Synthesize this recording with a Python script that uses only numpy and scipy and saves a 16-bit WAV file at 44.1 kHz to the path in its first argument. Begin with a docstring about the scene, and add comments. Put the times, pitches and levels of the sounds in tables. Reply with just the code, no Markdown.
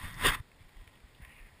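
"""A rub on a bike camera

Something, probably a glove, drags over the case of a camera on a bike halted beside a dirt path.
It sticks and slips in tiny catches that make the case ring: a light brush, a hard scrape, then release.
Afterwards the mount bumps softly, the case ticks and rustles, and a faint swish passes over quiet air."""
import sys
import numpy as np
from scipy import signal
from scipy.fft import rfft, irfft
from scipy.io import wavfile

SR = 44100
rng = np.random.default_rng(int(sys.argv[2]) if len(sys.argv) > 2 else 0)


def transcribe(signal):
    """Save signal, clipped to [-1, 1], as a 16-bit WAV file at the path in sys.argv[1]."""
    frames = np.atleast_2d(signal).T
    limited = np.clip(frames, -1, 1)
    pcm = np.round(limited * 32767).astype(np.int16)
    wavfile.write(sys.argv[1], SR, pcm)


N = 70560  # 1.6 seconds

# The tones at which the case rings. Each row: pitch in Hz, width in Hz, boost in dB.
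CASE_TONES = [(1029, 18, 5), (1118, 12, -2), (1154, 12, -1), (1196, 12, -4), (1260, 12, -5), (1562, 14, -2),
              (1633, 14, -1), (1890, 11, 11), (1954, 12, -2), (2018, 12, 1), (2137, 12, 0), (2605, 15, 8),
              (2762, 16, 3), (2887, 16, 3), (3160, 18, 1), (3292, 24, 8), (3578, 14, 7), (3637, 18, 2),
              (8423, 22, 3), (10110, 14, 6), (13890, 14, 6)]


def rub():
    """Tiny slips make the case ring; pressing hard fills in the low mids and the higher tones."""
    # How the rub swells. Each row: time in seconds, then relative dB of the mids, low mids and treble.
    levels = [(0.0, -51.5, -66.5, -55.5), (0.054, -46, -60, -52), (0.158, -54.5, -70.5, -61),
              (0.232, -35, -48.5, -42), (0.252, -27, -35.5, -32), (0.284, -26.5, -41, -29.5),
              (0.316, -34.5, -51, -45), (0.352, -35.5, -55, -43), (0.362, -47.5, -56.5, -57.5),
              (0.402, -57.5, -80, -65), (0.414, -69, -88, -85), (0.43, -83, -86, -91)]
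    # Tone of the light brush and of the hard scrape. Each row: frequency in Hz, gain in dB.
    brush_colour = [(200, -5.5), (400, -21.5), (750, -15), (900, -3), (1040, -0.5), (1180, -2),
                    (1350, -1.5), (1600, -3), (1850, 4.5), (2100, 0.5), (2400, -6.5), (2900, -11.5),
                    (3200, -13), (3550, -6.5), (3900, -17.5), (4900, -19), (5600, -22), (6000, -41),
                    (6500, -21), (7300, -23), (7900, -25.5), (8450, -12), (9200, -21), (10150, -11.5),
                    (10600, -20), (11000, -20), (11500, -39), (12500, -26), (13100, -22), (13850, -16.5),
                    (14500, -15), (15200, -27)]
    scrape_colour = [(200, -11.5), (280, -13), (400, -6.5), (550, -13), (720, -10.5), (900, -7.5),
                     (1030, 1.5), (1250, 2), (1430, -2), (1620, 2), (1950, 4.5), (2250, -6.5), (2650, -6.5),
                     (3000, -2), (3300, -4.5), (3650, -5.5), (3850, -12.5), (4250, -21), (4750, -10.5),
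                     (5500, -22), (6000, -36), (6500, -24), (7200, -15), (7900, -25.5), (8500, -7.5),
                     (9600, -17.5), (10150, -10), (10900, -19), (11400, -30.5), (12000, -42), (12700, -29),
                     (13150, -17), (13900, -17), (14400, -11), (15200, -21)]
    # Hard snags in the scrape. Each row: start in seconds, strength of the extra push in dB.
    snags = [(0.2499, -3), (0.2567, 3.5), (0.2609, 5), (0.2685, 6.5), (0.2817, -12), (0.293, -23)]
    scrape_start_s, scrape_end_s, fade_s = 0.238, 0.301, 0.0061
    t = np.arange(N) / SR
    slips = catches(per_second=3000, spread_db=1.5) + undb(-5.5) * rng.standard_normal(N)
    push = 1 + sum(undb(db) * decay(start, fall_s=0.0012) for start, db in snags)
    ring = resonate(slips * push, CASE_TONES)
    # 0 while brushing, 1 while scraping.
    hard = np.clip(np.minimum(t - scrape_start_s, scrape_end_s - t) / fade_s + .5, 0, 1)
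    out = 0
    for share, tone in ((1 - hard, brush_colour), (hard, scrape_colour)):
        friction = colour(ring, tone)
        lows, body = below(friction, hz=790), below(friction, hz=2720)
        mids = unit(body - lows) * undb(curve(levels) + 1)
        low_mids = unit(lows - below(lows, hz=202)) * undb(curve(levels, column=2) + 2.5)
        treble = unit(friction - body) * undb(curve(levels, column=3) + 1.5)
        out = out + share * (mids + low_mids + treble)
    return out


def mount():
    """The mount shudders while it is rubbed; each bump is a swing that dies almost at once."""
    # How hard it shudders. Each row: time in seconds, level in dB.
    shudder_levels = [(0, -50), (.028, -54), (.042, -38), (.11, -47.5), (.15, -47.5), (.21, -40.5),
                      (.25, -38), (.3, -38.5), (.35, -42), (.38, -50), (.405, -45), (.42, -63)]
    # The deep tone of the shudder. 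Each row: frequency in Hz, gain in dB.
    shudder_colour = [(10, -2), (34, 4.5), (55, -8.5), (85, -1.5), (135, -4.5), (190, -13), (300, -23.5),
                      (600, -60.5)]
    # Soft bumps. Each row: start in seconds, pitch in Hz, strength in dB.
    bumps = [(.033, 69.6, -36.5), (0.244, 36, -32.5), (0.279, 116, -27), (0.281, 37.8, -27.5),
             (0.397, 89, -36), (0.605, 87.4, -51.5), (0.628, 21.8, -49), (0.759, 37.5, -45),
             (0.792, 36.7, -43), (0.819, 85, -47.5), (0.87, 71, -51.5), (1.036, 52.5, -46),
             (1.2, 139, -44.5), (1.22, 51.5, -42), (1.273, 60.4, -50.5), (1.401, 34, -43),
             (1.433, 36.3, -50), (1.523, 79.6, -53)]
    rise_cycles = 0.41
    out = unit(colour(rng.standard_normal(N), shudder_colour)) * undb(curve(shudder_levels))
    for start, hz, db in bumps:
        cycles = np.maximum(np.arange(N) / SR - start, 0) * hz
        swell = cycles / rise_cycles * np.exp(1 - cycles / rise_cycles)
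        out = out + undb(db) * swell * np.sin(2 * np.pi * cycles)
    return out


def case_ticks():
    """Short crackles in the case, each with one broad ring and a little hiss."""
    # The ticks. Each row: start in seconds, relative level in dB, centre of the ring in Hz.
    ticks = [(.1425, -39, 5730), (0.153, -47, 6000), (0.4844, -53, 2360), (0.5163, -48.5, 2160),
             (0.608, -52.5, 2520), (.625, -51, 2180), (0.6916, -48.5, 2150), (0.8758, -41.5, 2240),
             (0.954, -51, 3000), (1.003, -51, 2400), (1.1484, -48, 2920), (1.177, -59, 3200),
             (1.221, -49, 1960), (1.2492, -37.5, 1860), (1.469, -50, 2150)]
    # Tone of their hiss. Each row: frequency in Hz, gain in dB.
    hiss_colour = [(800, -5), (3500, -2), (5000, -10), (8000, -5), (8600, 1), (9700, 8), (10400, -3),
                   (11200, -12), (13000, -17), (14200, -1), (15200, -14)]
    # The microphone's opening makes dips in the treble. 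Each row: frequency in Hz, gain in dB.
    opening_colour = [(4500, -1.5), (5500, -6), (6000, -13), (6600, -9), (10500, -6.5), (12000, -12),
                      (13500, 2)]
    sharpness = 2.7  # higher gives a narrower ring
    f, out = frequencies(), 0
    push_spectrum = rfft(rng.standard_normal(N))
    hiss = undb(-5.5) * unit(colour(rng.standard_normal(N), hiss_colour))
    for start, db, hz in ticks:
        ring = unit(irfft(push_spectrum / (1 + 1j * sharpness * (f / hz - hz / f)) ** 2, N))
        out = out + undb(db) * decay(start, fall_s=0.0034) * (ring + hiss)
    return colour(out, opening_colour) / 2


def rustle():
    """A light touch on the case keeps up an uneven crackle of tiny slips."""
    # How loud the rustle is. Each row: time in seconds, level in dB.
    levels = [(.43, -85), (.57, -73), (.61, -65.5), (.66, -70), (.74, -67), (.86, -63.5), (.93, -68.5),
              (.97, -64), (1.02, -84), (1.08, -68), (1.12, -74), (1.25, -64.5), (1.6, -73.5)]
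    # Its tone. Each row: frequency in Hz, gain in dB.
    tone = [(300, -13), (700, -9), (1020, 6), (1450, -8.5), (2000, 7.5), (2800, -3.5), (3550, -1.5),
            (4000, -16), (5200, -16), (6000, -22), (7000, -14), (8000, -15), (8500, -6), (9200, -8.5),
            (10100, -9), (11000, -17.5), (12000, -26), (13100, -18), (14000, -8), (15200, -12)]
    ring = resonate(catches(per_second=900, spread_db=3.0), CASE_TONES)
    return unit(colour(ring, tone)) * undb(curve(levels))


def swish():
    """A light slide: a band of rubbing noise rises and falls with its speed, with thin hiss above."""
    # The course of the slide. Each row: time in seconds, level of the band in dB, its centre in Hz.
    slide = [(1.18, -81, 1900), (1.225, -55, 2080), (1.27, -62, 2170), (1.32, -58, 2400),
             (1.345, -62, 2360), (1.385, -56, 2280), (1.425, -63.5, 2170), (1.47, -61, 2140),
             (1.51, -70.5, 2050), (1.6, -66, 2220)]
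    # Narrow rings in the swish. Each row: pitch in Hz, width in Hz, boost in dB.
    rings = [(1860, 89, 1), (2815, 28, 2.5)]
    # Tone of the hiss. Each row: frequency in Hz, gain in dB.
    hiss_colour = [(700, 4), (1000, 13), (1500, 5), (5000, -21), (9000, -45), (9200, 8), (10050, 8.5),
                   (10500, -8), (11800, -30), (13200, -15), (14000, 6), (14850, 2), (15200, -10.5)]
    centre_hz, width_hz = curve(slide, column=2), 1080
    grain = catches(per_second=5000, spread_db=1.8)
    band = 0
    for hz in np.arange(1400, 3400, 200):  # slices near the moving centre sound loudest
        noise_slice = below(grain, hz + 100, steepness=40) - below(grain, hz - 100, steepness=40)
        band = band + noise_slice / (1 + (2 * (hz - centre_hz) / width_hz) ** 8)
    hiss = undb(-8.5) * unit(colour(grain, hiss_colour))
    return (unit(resonate(band, rings)) + hiss) * undb(curve(slide))


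def air():
    """Quiet outdoor air: a low rush with a finely grained hiss."""
    # Tone of the rush and of the hiss. Each row: frequency in Hz, gain in dB.
    rush_colour = [(12, -42), (20, 9.5), (114, -7.5), (214, -2), (305, -4.5), (585, -7), (752, -8.5),
                   (801, -6.5), (871, -7), (988, -11.5), (3000, -8), (3900, -64), (6600, -120)]
    hiss_colour = [(1500, -12.5), (2400, -2), (3000, -2), (3550, 0.5), (3900, -3.5), (5000, -4.5),
                   (5600, -12), (6000, -22), (6700, -9), (7900, -9), (8500, -8), (9300, -12), (10100, -9),
                   (11000, -15.5), (12000, -23), (13100, -17), (14000, -10), (15200, -16.5)]
    rush = unit(below(colour(rng.standard_normal(N), rush_colour), hz=2330, steepness=8))
    grain = rng.standard_normal(N) + undb(-17) * catches(per_second=700, spread_db=4.8)
    hiss = unit(colour(grain, hiss_colour))
    return undb(-65) * rush + undb(-70.5) * hiss


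def catches(per_second, spread_db):
    """Slips at random moments, most small and a few large."""
    chance, size, sign = rng.random(N), rng.exponential(size=N), rng.choice([-1, 1], N)
    return unit((chance < per_second / SR) * sign * undb(spread_db * np.minimum(size, 4)))


def resonate(push, tones):
    """Add narrow ringing tones on top of the push that sets them off."""
    f = frequencies()
    ringing = sum(undb(db) / (1 + 1j * (f * f - hz * hz) / (f * width)) for hz, width, db in tones)
    return irfft(rfft(push) * (1 + ringing), N)


def colour(x, points):
    """Shape the tone of a sound along a curve of (Hz, dB) points."""
    hz, db = np.array(points, float).T
    gain = undb(np.interp(np.log(frequencies()), np.log(np.sort(hz)), db))
    # Fold the filter forward in time, so nothing rings before its cause.
    cepstrum = irfft(np.log(gain), N)
    cepstrum[1:N // 2] *= 2
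    cepstrum[N // 2 + 1:] = 0
    return irfft(rfft(x) * np.exp(rfft(cepstrum)), N)


def below(x, hz, steepness=16):
    """Keep what lies below a frequency, without delaying it."""
    return irfft(rfft(x) / (1 + (frequencies() / hz) ** steepness), N)


def decay(start, fall_s):
    """Jump to 1 at the start, then fall to about a third every fall_s seconds."""
    t = np.arange(N) / SR - start
    return (t >= 0) * np.exp(-np.abs(t) / fall_s)


def curve(table, column=1):
    """One column of a table, joined by straight lines in time."""
    rows = np.array(table, float)
    return np.interp(np.arange(N) / SR, rows[:, 0], rows[:, column])


def frequencies():
    """The frequencies of the spectrum in Hz, never less than 1."""
    return np.maximum(np.arange(N // 2 + 1) * SR / N, 1)


def undb(db):
    """Turn decibels into a number to multiply by."""
    return 10 ** (np.asarray(db) / 20)


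def unit(x):
    """Scale a sound to an average (rms) level of 1."""
    return x / np.sqrt(np.mean(x ** 2))


def scene():
    """All the sources meet at one microphone."""
    return (rub() + mount() + case_ticks() + rustle() + swish() + air())[None]


def record(dry):
    """The recorder rounds the highest peaks, then cuts the deepest rumble and the highest treble."""
    ceiling, lowest_hz, highest_hz = undb(-9.5), 14, 15230
    rounded = ceiling * np.tanh(dry / ceiling)
    no_rumble = signal.sosfilt(signal.butter(1, lowest_hz, "high", fs=SR, output="sos"), rounded)
    return signal.sosfilt(signal.ellip(10, .2, 80, highest_hz, fs=SR, output="sos"), no_rumble)


dry = scene()
out = record(dry)
transcribe(out)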